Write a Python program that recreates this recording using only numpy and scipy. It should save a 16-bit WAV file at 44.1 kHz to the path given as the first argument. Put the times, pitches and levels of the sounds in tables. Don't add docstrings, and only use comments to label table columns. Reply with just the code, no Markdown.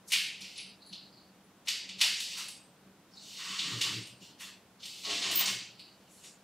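import sys
import numpy as np
from scipy import signal
from scipy.fft import rfft, irfft, next_fast_len
from scipy.io import wavfile
from scipy.ndimage import uniform_filter1d

SR = 44100
rng = np.random.default_rng(int(sys.argv[2]) if len(sys.argv) > 2 else 0)


def level_to_linear(level):
    exponent = np.asarray(level, float) / 20
    return 10 ** exponent


def wrap_up_sound(samples):
    columns = np.atleast_2d(samples).T
    tamed = np.clip(columns, -1, 1)
    steps = np.round(tamed * 32767).astype(np.int16)
    wavfile.write(sys.argv[1], SR, steps)


N = 283641

# frequency_hz, density_db
AIR_SPECTRUM = [(15, -71), (25, -26.5), (129, -6.5), (199, -6), (341, -8), (584, -9.5), (829, -11.5),
                (1000, -12), (1240, -15), (1460, -14.5), (1710, -17), (1860, -18), (3640, -21), (4060, -23),
                (15600, -33)]
# frequency_hz, side_minus_mid_db
AIR_SIDE = [(60, -16), (110, -23), (200, -29.5), (380, -20), (700, -17.5), (1290, -12.5), (2380, -8),
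            (4400, -2.5), (8120, 1.5), (15000, 1.5)]
# frequency_hz, side_minus_mid_db
GATE_SIDE = [(60, -29), (250, -23), (700, -19), (2800, -25), (5600, -22), (10000, -17), (15000, -22)]
# frequency_hz, t60_s
ROOM_T60 = [(150, 1), (500, 0.84), (1300, 0.68), (3500, 0.65), (9000, 0.55), (16000, 0.42)]
# start_s, length_s, level_db, centre_hz
SCUFFS = [
    (6.052, 0.18, -57, 7500),
    (6.214, 0.083, -50.5, 6000),
]
# start_s, peak_db, pitch_hz, t60_s
RINGS = [ (.575, -49, 10155, .8), (.575, -55, 8255, 1.2), (.575, -62, 10710, 1.1), (.86, -62, 10105, .5),
         (.87, -61, 10710, .8), (1.44, -65, 10250, 1.4), (1.681, -50, 12155, .4), (1.681, -50, 8300, .3),
         (2.2, -54, 10220, .7), (2.482, -47, 10145, .4), (2.482, -51, 8260, .9), (3.589, -50, 8400, .3),
         (4.03, -52, 8660, .7), (4.854, -52, 7640, .5)]
# start_s, peak_db, pitch_hz, t60_s
CLANKS = [(3.64, -45, 163, .5), (3.72, -42, 118, .45), (3.925, -42, 116, .45), (4.09, -52, 125, .35),
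          (5.045, -51, 1100, .25), (5.07, -43, 420, .35), (5.1, -50, 690, .35), (5.19, -48, 270, .25),
          (5.26, -47, 335, .35), (5.46, -46, 1080, .35), (5.5, -53, 120, .6)]

SLAMS = [
    (0.1185, -27, 2440, -2),
    (0.1323, -22.5, 3020, -27),
    (1.6716, -35.5, 2750, -39),
    (1.6811, -24.5, 3750, -54),
    (1.889, -37.5, 3170, -40),
    (2.004, -30, 3484, -22),
    (2.0113, -18.5, 3070, -11.5),
    (2.039, -32.5, 4200, -28),
    (3.8119, -25.5, 3350, -15),
    (5.475, -29, 2850, -11.5),
]
CLICKS = [ (0.4062, -49.5, 2440, 4), (0.414, -41.5, 4740, -42), (0.5787, -39, 4260, -32),
          (0.9267, -42.5, 3720, -9), (2.2002, -35, 3830, -1), (2.481, -50, 3670, 8),
          (3.5898, -30, 3750, -21), (4.0693, -54.5, 2540, 8), (4.8297, -41, 3780, -22),
          (4.8533, -45.5, 3980, 0), (5.0485, -33.5, 4240, -39), (5.105, -34.5, 3350, -12),
          (5.3116, -36.5, 3220, 5), (5.4552, -26.5, 5650, -23), (5.793, -49.5, 2960, -18)]
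KNOCKS = [
    (2.37, -44, 5400, 4.5),
    (3.39, -48, 2660, -30),
    (4.4, -49.5, 1300, 7),
    (3.86, -40.5, 3700, -20),
    (6.235, -54, 2700, 3),
]
TAPS = [
    (.82, -51.5, 4240, -14),
    (.861, -56, 4225, 3),
    (0.891, -53, 4200, -12),
    (.93, -43, 4240, -28),
    (1.126, -54.5, 4680, -29),
    (1.17, -54.5, 4160, -15),
    (1.219, -61, 4630, -27),
    (3.135, -51.5, 4930, -30),
    (3.17, -46.5, 4160, -23),
    (5.793, -46.5, 4330, -4),
]
THUDS = [
    (2.035, -37, 4220, -40),
    (5.09, -50, 4270, -34),
    (5.4, -32.5, 2960, -7),
]
LATCHES = [
    (0.1225, -36.5, 2930, 7),
    (0.128, -27.5, 2700, -40),
    (.416, -48, 4970, -40),
    (0.443, -46, 2430, -40),
    (.59, -43.5, 2485, -40),
]
TOUCHES = [
    (0.073, -47.5, 6250, 4),
    (.098, -41.5, 3000, 3),
    (0.553, -43.5, 3900, -18),
    (1.652, -56.5, 4230, 4),
    (1.981, -38.5, 3970, -12),
    (4.79, -49.5, 4060, -10),
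]

# time_s, level_db
SLIDES = [
    [(.41, -51.5), (.56, -57)],
    [(2.14, -40), (2.212, -41.5), (2.346, -43.5), (2.408, -39.5), (2.46, -63)],
    [(3.09, -65), (3.162, -55.5), (3.34, -47), (3.416, -40.5), (3.63, -38.5), (3.8, -42.5), (3.9, -44.5),
     (4.014, -55), (4.1, -81)],
    [(4.2, -53.5), (4.22, -52.5), (4.32, -62.5)],
    [(4.39, -49), (4.412, -47), (4.5, -53.5)],
    [(4.82, -48.5), (5.006, -49.5), (5.1, -33), (5.2, -39.5), (5.284, -35.5), (5.4, -36.5), (5.47, -47.5),
     (5.52, -60)],
    [(5.85, -65), (6.1, -63.5), (6.22, -59.5)],
]
# start_s, level_db
JOLTS = [
    (3.584, -42),
    (3.809, -27.5),
    (5.094, -41),
    (5.22, -30.5),
    (5.388, -25.5),
]
FOLDS_S = [
    2.14,
    3.12,
    5.5,
]
# start_s, end_s, frame_db
LOADS = [
    (2.33, 2.42, -10),
    (3.37, 3.56, -7),
    (3.62, 3.74, -7),
    (3.82, 3.94, -11),
    (4.4, 4.467, -7),
    (5.03, 5.12, -11),
    (5.18, 5.32, -11),
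    (5.39, 5.48, -7),
]
# start_s, end_s, level_db
BOOMS_FIRST = [
    (3.6, 3.93, -53.5),
]
# start_s, end_s, level_db
BOOMS_SECOND = [
    (5.04, 5.147, -46.5),
    (5.201, 5.327, -49.5),
    (5.39, 5.466, -54.5),
]
# frequency_hz, width_hz, level_db
RAIL_FIRST = [(138, 30, -0.5), (353, 210, 0)]
# frequency_hz, width_hz, level_db
RAIL_SECOND = [(110, 15, 0.81), (330, 37, -0.85), (403, 130, -0.6), (694, 140, 0.17)]
# frequency_hz, width_hz, level_db
LATTICE = [(2700, 660, -4.5), (4600, 430, -2.5)]
# frequency_hz, density_db
RATTLE = [(940, -57), (1600, -12), (2000, -3), (2320, -3.5), (2710, 2), (3590, 5), (4450, 8), (5520, 9),
          (8000, 6), (10400, -14), (17600, -120)]

SUPPRESS_DB = 8.5
LOAD_RISE_S, LOAD_FALL_S = 0.02, 0.016


def level(x, db):
    return x * level_to_linear(db) / np.sqrt(np.mean(x ** 2))


def on_log(table, hz):
    f, v = np.transpose(table)
    return np.interp(np.log(np.maximum(hz, 1)), np.log(f), v)


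def colour(x, gain):
    size = next_fast_len(x.shape[-1])
    spectrum = rfft(x, size) * gain(np.fft.rfftfreq(size, 1 / SR))
    return irfft(spectrum, size)[..., :x.shape[-1]]


def hump(hz, centre_hz, octaves):
    distance = np.log2(np.maximum(hz, 1) / centre_hz)
    return np.exp(-.5 * (distance / octaves) ** 2)


def resonances(table, base_db):
    def gain(hz):
        modes = [level_to_linear(db) / np.sqrt(1 + (2 * (hz - f) / width) ** 2) for f, width, db in table]
        return level_to_linear(base_db) + sum(modes)
    return gain


def since(s):
    t = np.arange(N) / SR - s
    return np.where(t >= 0, t, np.inf)


def air():
    noise = rng.standard_normal((2, N))
    modes = resonances([(191, 4.0, 15), (303, 6.5, 0.5)], 0)
    hum_and_hiss = colour(noise, lambda f: level_to_linear(on_log(AIR_SPECTRUM, f)) * modes(f))
    return level(hum_and_hiss, -61 + SUPPRESS_DB)


def echo(direct_db, rise_s=0.0013, early_db=3, early_s=0.0045):
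    hz, s, spec = signal.stft(rng.standard_normal(SR), SR, nperseg=512)
    decay = level_to_linear(-60 * s / on_log(ROOM_T60, hz)[:, None])
    tail = signal.istft(spec * decay, SR, nperseg=512)[1]
    t = np.arange(len(tail)) / SR
    tail *= (1 - np.exp(-t / rise_s)) * (1 + level_to_linear(early_db) * np.exp(-t / early_s))
    tail /= np.sqrt(np.sum(tail ** 2))
    tail[0] += level_to_linear(direct_db)
    return tail


def shoe(octaves=0.6):
    out, t = np.zeros(N), np.arange(N) / SR
    for s, length_s, db, hz in SCUFFS:
        grit = colour(rng.standard_normal(N), lambda f: hump(f, hz, octaves))
        out += level(grit, db) * np.sin(np.pi * np.clip((t - s) / length_s, 0, 1))
    return out


def squeal(start_s=5.359, rise_s=.05, hold_s=0.052, t60_s=.06, sag_db_per_s=50):
    t = np.arange(N) / SR - start_s
    fade = np.maximum(-t / rise_s, np.maximum(t - hold_s, 0) / t60_s)
    db = -29.5 - sag_db_per_s * np.maximum(t, 0) - 60 * fade
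    throb = 1 + 0.54 * np.cos(2 * np.pi * 57 * t)
    return np.sqrt(2) * level_to_linear(db) * throb * np.sin(2 * np.pi * 14950 * t)


def rings(table, push_s, grip_s):
    out, t = np.zeros(N), np.arange(SR) / SR
    for s, db, hz, t60_s in table:
        i = int(s * SR)
        age = t[:N - i]
        swing = level_to_linear(db - 60 * age / t60_s) * (1 - np.exp(-age / push_s))
        swing *= 1 / 3 + 2 / 3 * np.exp(-age / grip_s)
        mode = np.sin(2 * np.pi * hz * age)
        twin = 0.54 * np.sin(2 * np.pi * 1.003 * hz * age)
        out[i:i + SR] += swing * (mode + twin) / 1.2
    return out


def chatter(t, contact_s):
    envelope = np.sqrt(t * np.exp(-t / contact_s))
    x = rng.standard_normal(len(t))
    for _ in range(4):
        spec = rfft(x * envelope)
        x = irfft(spec / np.abs(spec), len(t))
    return x * envelope


def blows(table, frame_db, octaves, frame_hz, contact_s):
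    out, t = np.zeros(N + 4096), np.arange(4096) / SR
    for s, db, hz, pins_db in table:
        force = chatter(t, contact_s)
        bars = colour(force, lambda f: hump(f, hz, octaves) / (1 + (1700 / (f + 1)) ** 6))
        frame = colour(force, lambda f: hump(f, frame_hz, 0.74))
        pins = colour(force, lambda f: hump(f, 8100, 0.55))
        i = int(s * SR)
        blow = level(bars, 0) + level(frame, frame_db) + level(pins, pins_db)
        out[i:i + 4096] += level_to_linear(db - 10) * blow
    return out[:N]


def all_blows():
    return (blows(SLAMS, frame_db=-20.5, octaves=0.86, frame_hz=1290, contact_s=.0025)
            + blows(CLICKS, frame_db=-15.5, octaves=0.44, frame_hz=1360, contact_s=0.0024)
            + blows(KNOCKS, frame_db=1.5, octaves=0.76, frame_hz=1540, contact_s=0.0067)
            + blows(TAPS, frame_db=-45, octaves=0.14, frame_hz=1360, contact_s=0.0021)
            + blows(THUDS, frame_db=-4.5, octaves=0.92, frame_hz=840, contact_s=0.0046)
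            + blows(LATCHES, frame_db=-39, octaves=0.29, frame_hz=1360, contact_s=0.0024)
            + blows(TOUCHES, frame_db=-36, octaves=0.61, frame_hz=1360, contact_s=0.009))


def load(table, rise_s):
    t = np.arange(N) / SR
    out = np.zeros(N)
    for start_s, end_s, db in table:
        ramp = np.minimum((t - start_s) / rise_s, (end_s - t) / LOAD_FALL_S + 1)
        out += level_to_linear(db) * np.clip(ramp, 0, 1)
    return out


def pulling(jolt_t60_s=0.14):
    t = np.arange(N) / SR
    pull = np.zeros(N)
    for rows in map(np.array, SLIDES):
        inside = (t >= rows[0, 0]) & (t <= rows[-1, 0])
        pull += inside * level_to_linear(np.interp(t, rows[:, 0], rows[:, 1]))
    shake = sum(level_to_linear(db - 60 * since(s) / jolt_t60_s) for s, db in JOLTS)
    return uniform_filter1d(pull, size=441) + uniform_filter1d(shake, size=221)


def joint_force(clicks_per_s=1500, scatter_db=4.5, scrape_db=-4):
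    chance = rng.random((3, N))
    strength = level_to_linear(-scatter_db * np.log(np.maximum(chance[1], .03)))
    clicks = (chance[0] < clicks_per_s / SR) * strength * np.sign(chance[2] - .5)
    return level(clicks, 0) + level(rng.standard_normal(N), scrape_db)


def rail_boom(force):
    first = colour(force, lambda f: resonances(RAIL_FIRST, -60)(f) ** 2)
    second = colour(force, lambda f: resonances(RAIL_SECOND, -60)(f) ** 2)
    boom = level(first, 1) * load(BOOMS_FIRST, 0.044) + level(second, -2) * load(BOOMS_SECOND, LOAD_RISE_S)
    return colour(boom, lambda f: 1 / (1 + (95 / (f + 1)) ** 8))


def lattice_rattle(force, lift_db=-3):
    age = np.min([since(s) for s in FOLDS_S], axis=0)
    pull = pulling()
    body = colour(force, lambda f: level_to_linear(on_log(RATTLE, f)))
    bars = colour(body, lambda f: 1 / (1 + (f / 3600) ** 6))
    weight = level_to_linear(-2.5 - 19.5 * np.exp(-age / 0.063))
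    body = weight * level(bars, lift_db) + np.sqrt(1 - weight ** 2) * level(body - bars, lift_db)
    pins = level_to_linear(-5) * (np.maximum(pull, 1e-5) / level_to_linear(-47)) ** -0.89
    pins = np.minimum(pins, level_to_linear(-2)) * level_to_linear(-13 * np.exp(-age / 0.058))
    high = level(colour(force, lambda f: hump(f, 9500, 0.8)), lift_db)
    frame = level_to_linear(-39) + load(LOADS, LOAD_RISE_S)
    low = colour(force, lambda f: hump(f, 1100, 0.19) + level_to_linear(-5.5) * hump(f, 1580, 0.4))
    return pull * (body + frame * level(low, lift_db) + pins * high)


def scene():
    force = joint_force()
    steel = all_blows() + lattice_rattle(force)
    tones = rings(RINGS, push_s=.001, grip_s=.05) + rings(CLANKS, push_s=.012, grip_s=.3)
    whistle = squeal()
    gate = colour(steel, resonances(LATTICE, -3.7)) + rail_boom(force)
    gate = gate + level_to_linear(-8) * whistle + shoe() + level_to_linear(-5) * tones
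    mid, side = air()
    mid = mid + tones + whistle + signal.fftconvolve(gate, echo(direct_db=-9))[:N]
    across = tones + whistle + signal.fftconvolve(gate, echo(direct_db=-35))[:N]
    side = colour(side, lambda f: level_to_linear(on_log(AIR_SIDE, f)))
    side = side + colour(across, lambda f: level_to_linear(on_log(GATE_SIDE, f)))
    return np.array([mid + side, mid - side])


def top_cut(x):
    return signal.sosfilt(signal.butter(12, 15750, fs=SR, output="sos"), x)


def record(dry):
    spec = signal.stft(dry, nperseg=1024, noverlap=768)[2]
    power = np.mean(np.abs(spec) ** 2, axis=0)
    power = uniform_filter1d(power, size=7, axis=1)
    power = uniform_filter1d(power, size=11, axis=0)
    quiet = np.percentile(power, 10, axis=1, keepdims=True)
    gain = np.clip(1 - 1.51 * quiet / power, level_to_linear(-SUPPRESS_DB), 1)
    clean = signal.istft(spec * gain, nperseg=1024, noverlap=768)[1][:, :N]
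    clean = colour(clean, lambda f: f < 15750)
    return top_cut(clean)


dry = scene()
out = record(dry)
wrap_up_sound(out)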